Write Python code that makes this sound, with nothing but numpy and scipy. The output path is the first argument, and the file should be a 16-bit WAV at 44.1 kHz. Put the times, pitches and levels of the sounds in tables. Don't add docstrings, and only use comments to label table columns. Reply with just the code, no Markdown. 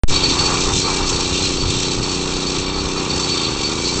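import sys
import numpy as np
from scipy.fft import rfft, irfft, next_fast_len
from scipy.io import wavfile
from scipy.ndimage import uniform_filter1d, map_coordinates

SR = 44100
rng = np.random.default_rng(int(sys.argv[2]) if len(sys.argv) > 2 else 0)


def wav_record(signal):
    frames = np.transpose(np.atleast_2d(signal))
    bounded = np.clip(frames, -1, 1)
    quanta = np.round(bounded * 32767).astype(np.int16)
    wavfile.write(sys.argv[1], SR, quanta)


N = 176400

# time_s, level_db
WIND_LEVEL = [(0.2, -26.5), (0.44, -28), (0.54, -27), (0.57, -31), (0.72, -16.5), (0.8, -37.5),
              (1.02, -21.5), (1.45, -33), (1.47, -31), (1.66, -19.5), (1.7, -34), (1.75, -26.5),
              (1.93, -34), (1.97, -22), (2.1, -37.5), (2.37, -26), (2.4, -35), (2.83, -26.5), (3.41, -47),
              (3.6, -28), (3.62, -40), (4.0, -34)]
# frequency_hz, level_db
WIND_COLOUR = [(10, -2.5), (25, 6), (42, -8), (62, 2), (90, -15), (150, -27.5), (250, -52.5)]
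# time_s, level_db
RUMBLE_LEVEL = [(.1, -30), (.55, -31), (1.1, -31.5), (1.4, -35), (1.8, -32), (2.2, -36), (3.0, -36),
                (4, -37)]
# frequency_hz, level_db
RUMBLE_COLOUR = [(45, -15), (80, 0), (115, 0), (170, -9), (300, -20), (500, -35)]
# start_s, level_db, pitch_hz
KNOCKS = [(0.278, -11, 284), (.31, -16, 305), (0.541, -19, 115), (1.146, -16, 158), (1.504, -19, 282),
          (1.762, -14, 119), (3.073, -15, 252), (3.134, -21, 250)]

# time_s, level_db
RATTLE_LEVEL = [(0.1, -31.5), (0.11, -27), (0.23, -30), (0.52, -24), (0.56, -27.5), (0.69, -25.5),
                (0.78, -34.5), (0.87, -26), (1.47, -32.5), (3.3, -30.5), (3.92, -32.5), (4.0, -29)]
# frequency_hz, level_db
RATTLE_COLOUR = [(400, 2.5), (650, -11), (760, -1), (900, 2), (1200, -1.5), (1400, -3), (1560, -10),
                 (2100, -11), (3000, -33.5)]
# pitch_hz, width_hz, level_db
GUARD_MODES = [(798.5, 11, -23.5), (903, 8.3, -27.5), (1151, 73, -15), (1293, 20, -25)]
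# time_s, cycles_per_s
ENGINE_SPEED = [(0.0, 31.42), (0.16, 31.74), (0.3, 29.25), (0.7, 31.12), (0.85, 30.29), (1.05, 31.13),
                (1.2, 29.58), (1.45, 31.11), (1.62, 30.1), (1.85, 30.84), (2.0, 30.44), (2.3, 31.07),
                (2.55, 30.42), (2.8, 32.02), (3.0, 30.52), (3.3, 30.55), (3.42, 27.91), (3.55, 23.21),
                (3.66, 24.23), (3.8, 28.35), (4.0, 31.22)]
THUMP_TIMING = [(.038, 1), (.357, -1), (.618, 1)]
# pitch_hz, swell_s, level_db
THUMPS = [(240, .0018, -17), (365, .0017, -17), (338, .0035, -19.3)]
# frequency_hz, level_db
PUFF_COLOUR = [(60, -14), (150, -6), (300, -5), (400, 0), (490, -3), (620, -20), (1200, -45)]

# start_s, level_db, decay_s
SCRAPES = [(0.77, -26.5, 0.17), (1.422, -25.5, 0.068), (3.86, -22.5, .05)]
# time_s, grind_db, hiss_db
CUT_LEVELS = [(0.1, -22.5, -21.5), (0.15, -21, -26), (0.66, -24.5, -24), (0.71, -27, -27),
              (0.78, -20.5, -19.5), (0.84, -26, -28), (0.97, -25.5, -25.5), (1.04, -26, -30.5),
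              (1.1, -25, -20.5), (1.13, -26, -27), (1.47, -22, -24.5), (1.65, -28.5, -32),
              (1.71, -23.5, -25.5), (1.95, -24.5, -26.5), (2.01, -29, -33.5), (2.03, -24.5, -27.5),
              (2.26, -27, -29), (2.62, -25.5, -30), (2.64, -28.5, -34.5), (3.14, -26.5, -29.5),
              (3.18, -25, -26), (3.48, -22.5, -29), (3.5, -26, -31), (3.67, -26, -29), (3.69, -28.5, -30.5),
              (3.78, -29, -30), (3.84, -26, -27), (4.0, -27.5, -26)]
# frequency_hz, level_db
GRIND_COLOUR = [(1200, -19.5), (2160, -12), (2320, -3.5), (2780, -1.5), (2980, -6.5), (3500, -2.5),
                (4200, 1), (4600, -4.5), (5200, -17.5)]
# frequency_hz, level_db
HISS_COLOUR = [(3000, -6), (4850, -7), (5150, 2), (5750, 2.5), (6400, 1), (7000, -1.5), (7600, 0.5),
               (8100, -5), (8500, -14), (8900, -29.5)]
# time_s, level_db
RING_LEVEL = [(0.1, -34.5), (0.16, -20.5), (0.21, -33), (0.24, -18.5), (0.35, -29), (0.42, -20.5),
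              (0.62, -34.5), (0.64, -26.5), (0.69, -37.5), (0.86, -28), (1.01, -35.5), (1.12, -27.5),
              (1.32, -37), (1.34, -30), (1.55, -37), (1.58, -26.5), (1.83, -37.5), (1.87, -28.5),
              (1.95, -34.5), (2.13, -30), (2.23, -40), (2.38, -32.5), (2.41, -37), (2.48, -27),
              (2.54, -37.5), (2.81, -30), (2.87, -47.5), (3.0, -30), (3.02, -51), (3.11, -26.5),
              (3.23, -31), (3.25, -22.5), (3.29, -32.5), (3.3, -23), (3.63, -33), (3.66, -20), (3.73, -38),
              (3.78, -35.5), (3.89, -26.5), (4.0, -33)]
# pitch_hz, level_db
BLADE_MODES = [(2325, -11), (2450, -13.5), (2660, -16.5), (2770, -14), (3100, -16), (3270, -13),
               (3615, -7.5), (3865, -11), (4100, -7.5), (5490, -12), (5750, -15.5), (6230, -13),
               (7680, -19.5)]

THUMP_DB, PUFF_DB, SHAKE_DB = 1.6, -44, -40.5
THUMP_SCATTER_DB, THUMP_JITTER_S, THUMP_DETUNE = 1.1, .00005, .015
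MUFFLER_HZ, MUFFLER_WIDTH_HZ, MUFFLER_DB = 152, 26, -38.5
RING_HZ, SCRAPE_HZ, RING_WIDTH_HZ, MODE_WIDTH_HZ = 4480, 4155, 30, 32
GRIND_DB, RING_DB, MODES_DB, MODE_SWING_DB = -3, 2, -4, 3.5
CHATTER_PER_CYCLE = 11
POP_S, POP_LENGTH_S, POP_DB = .0358, .007, -3.5
SWING_PEAK_S, SWING_WIDTH_S, SWING_DB = .087, .022, -5.5
OPEN_S, FADE_S, TOP_HZ = .078, .045, 8942


def amp(db):
    return 10 ** (np.asarray(db) / 20)


def unit(x):
    return x / np.sqrt(np.mean(x ** 2) + 1e-20)


def curves(rows):
    times, *columns = np.transpose(rows)
    return [np.interp(np.arange(N) / SR, times, column) for column in columns]


def wobble(per_s):
    return map_coordinates(rng.standard_normal(2048), [np.arange(N) * per_s / SR], mode="wrap")


def filtered(x, response):
    size = next_fast_len(N + SR // 2)
    return irfft(rfft(x, size) * response(np.fft.rfftfreq(size, 1 / SR)), size)[:N]


def coloured(x, colour):
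    hz, db = np.transpose(colour)
    return unit(filtered(x, lambda f: amp(np.interp(np.log(f + 1), np.log(hz), db, -120, -120))))


def ringing(drive, hz, width_hz):
    def response(f):
        resonance = 1j * f * width_hz / (hz * hz - f * f + 1j * f * width_hz)
        return resonance / (1 + ((f - hz) / (.05 * hz)) ** 2)
    return unit(filtered(drive, response))


def sustained(x):
    return x / np.sqrt(np.abs(uniform_filter1d(x * x, size=4000)) + .15)


def grit(per_s, spread_db, noise_db):
    hits = (rng.random(N) < per_s / SR) * rng.choice([-1, 1], N)
    sizes = amp(spread_db * np.clip(rng.standard_normal(N), -2, 2))
    return unit(unit(hits * sizes) + amp(noise_db) * rng.standard_normal(N))


def beat(cycles, depth_db):
    return unit(amp(depth_db * np.cos(2 * np.pi * cycles)))


def wind(gain_db=-1):
    level_db, = curves(WIND_LEVEL)
    return amp(level_db + gain_db) * sustained(coloured(rng.standard_normal(N), WIND_COLOUR))


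def deck_rumble():
    level_db, = curves(RUMBLE_LEVEL)
    return amp(level_db + 4.2 * wobble(18)) * coloured(rng.standard_normal(N), RUMBLE_COLOUR)


def frame_knocks(attack_s=.002, t60_s=.085):
    out, t = np.zeros(N), np.arange(N) / SR
    for start_s, db, hz in KNOCKS:
        age = np.maximum(t - start_s, 0)
        envelope = amp(db - 60 * age / t60_s) * (1 - np.exp(-age / attack_s))
        out += envelope * np.sin(2 * np.pi * hz * age + 1.1 * wobble(120))
    return out


def guard_rattle(cycle, clatter_db=-.5):
    level_db, = curves(RATTLE_LEVEL)
    hits = grit(per_s=700, spread_db=3, noise_db=5)
    drive = hits * beat(3 * cycle, depth_db=1.1) * beat(2 * cycle, depth_db=1)
    panels = sum(amp(db + 3.4 * wobble(18)) * ringing(drive, hz, width) for hz, width, db in GUARD_MODES)
    clatter = amp(clatter_db) * coloured(drive, RATTLE_COLOUR)
    return amp(level_db + 1.35 * wobble(35.62)) * (clatter + panels)


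def engine_drone(cycle):
    speed, = curves(ENGINE_SPEED)
    angle = 2 * np.pi * (cycle - THUMP_TIMING[1][0] - .07)
    shake = np.cos(2 * angle + np.pi / 4)
    hum = sum(np.cos(k * angle) / np.hypot(1, 2 * (k * speed - MUFFLER_HZ) / MUFFLER_WIDTH_HZ)
              for k in (5, 6))
    return np.sqrt(2) * (amp(SHAKE_DB) * shake + amp(MUFFLER_DB) * hum)


def engine_thumps(cycle):
    thumps, flow, t = np.zeros(N + SR), np.zeros(N + SR), np.arange(SR // 30) / SR
    whole_cycles = np.arange(2, int(cycle[-1]) + 1)
    for (phase, direction), (hz, swell_s, db) in zip(THUMP_TIMING, THUMPS):
        starts = np.interp(whole_cycles + phase, cycle, np.arange(N))
        shape = (t / swell_s) ** 2 * np.exp(2 - 2 * t / swell_s)
        for start, (size, late, tune) in zip(starts, rng.standard_normal((256, 3))):
            i = int(start + late * THUMP_JITTER_S * SR)
            envelope = amp(db + THUMP_SCATTER_DB * size) * shape
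            tone = np.sin(2 * np.pi * hz * (1 + THUMP_DETUNE * tune) * t)
            thumps[i:i + len(t)] += direction * envelope * tone
            flow[i:i + len(t)] += envelope
    puff = coloured(rng.standard_normal(N) * (unit(flow[:N]) + 1.8), PUFF_COLOUR)
    return amp(THUMP_DB) * thumps[:N] + amp(PUFF_DB) * puff


def stone_scrapes():
    t = np.arange(N) / SR
    level = sum(amp(db) * (t > start) * np.exp(-((t - start) / decay) ** 2)
                for start, db, decay in SCRAPES)
    return level * sustained(ringing(rng.standard_normal(N), SCRAPE_HZ, RING_WIDTH_HZ))


def blade(cycle):
    grind_db, hiss_db = curves(CUT_LEVELS)
    ring_db, = curves(RING_LEVEL)
    catch = amp(.37 * wobble(31.88) + 1.44 * wobble(110))
    chatter = beat(CHATTER_PER_CYCLE * cycle + .2 * wobble(33), depth_db=-1)
    bite = unit(catch * beat(2 * cycle - .15, depth_db=1.6) * chatter)
    grind = coloured(bite * grit(per_s=2500, spread_db=6, noise_db=2), GRIND_COLOUR)
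    hiss = coloured(bite * grit(per_s=3500, spread_db=5.5, noise_db=-2), HISS_COLOUR)
    strikes = lambda: bite * grit(per_s=1100, spread_db=5.5, noise_db=-8.5)
    ring = sustained(ringing(strikes(), RING_HZ, RING_WIDTH_HZ))
    modes = sum(amp(db) * ringing(strikes() * amp(MODE_SWING_DB * wobble(7.85)), hz, MODE_WIDTH_HZ)
                for hz, db in BLADE_MODES)
    cut = amp(GRIND_DB) * grind + amp(MODES_DB) * modes
    return amp(grind_db) * cut + amp(hiss_db) * hiss + amp(ring_db + RING_DB) * ring


def scene():
    cycle = np.cumsum(curves(ENGINE_SPEED)[0]) / SR
    cutter = engine_thumps(cycle) + engine_drone(cycle) + guard_rattle(cycle) + blade(cycle)
    return (cutter + stone_scrapes() + frame_knocks() + deck_rumble() + wind())[None]


def record(dry):
    t = np.arange(N) / SR
    pop = amp(POP_DB) * (t > POP_S) * np.exp(-np.clip((t - POP_S) / POP_LENGTH_S, 0, 2) ** 8)
    swing = -amp(SWING_DB) * (t > POP_S + POP_LENGTH_S) / (1 + ((t - SWING_PEAK_S) / SWING_WIDTH_S) ** 2)
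    live = dry[0] * np.clip((t - OPEN_S) / FADE_S, 0, 1) ** .5
    return filtered(live + pop + swing, lambda hz: np.clip((TOP_HZ - hz) / 400 + .5, 0, 1))[None]


dry = scene()
out = record(dry)
wav_record(out)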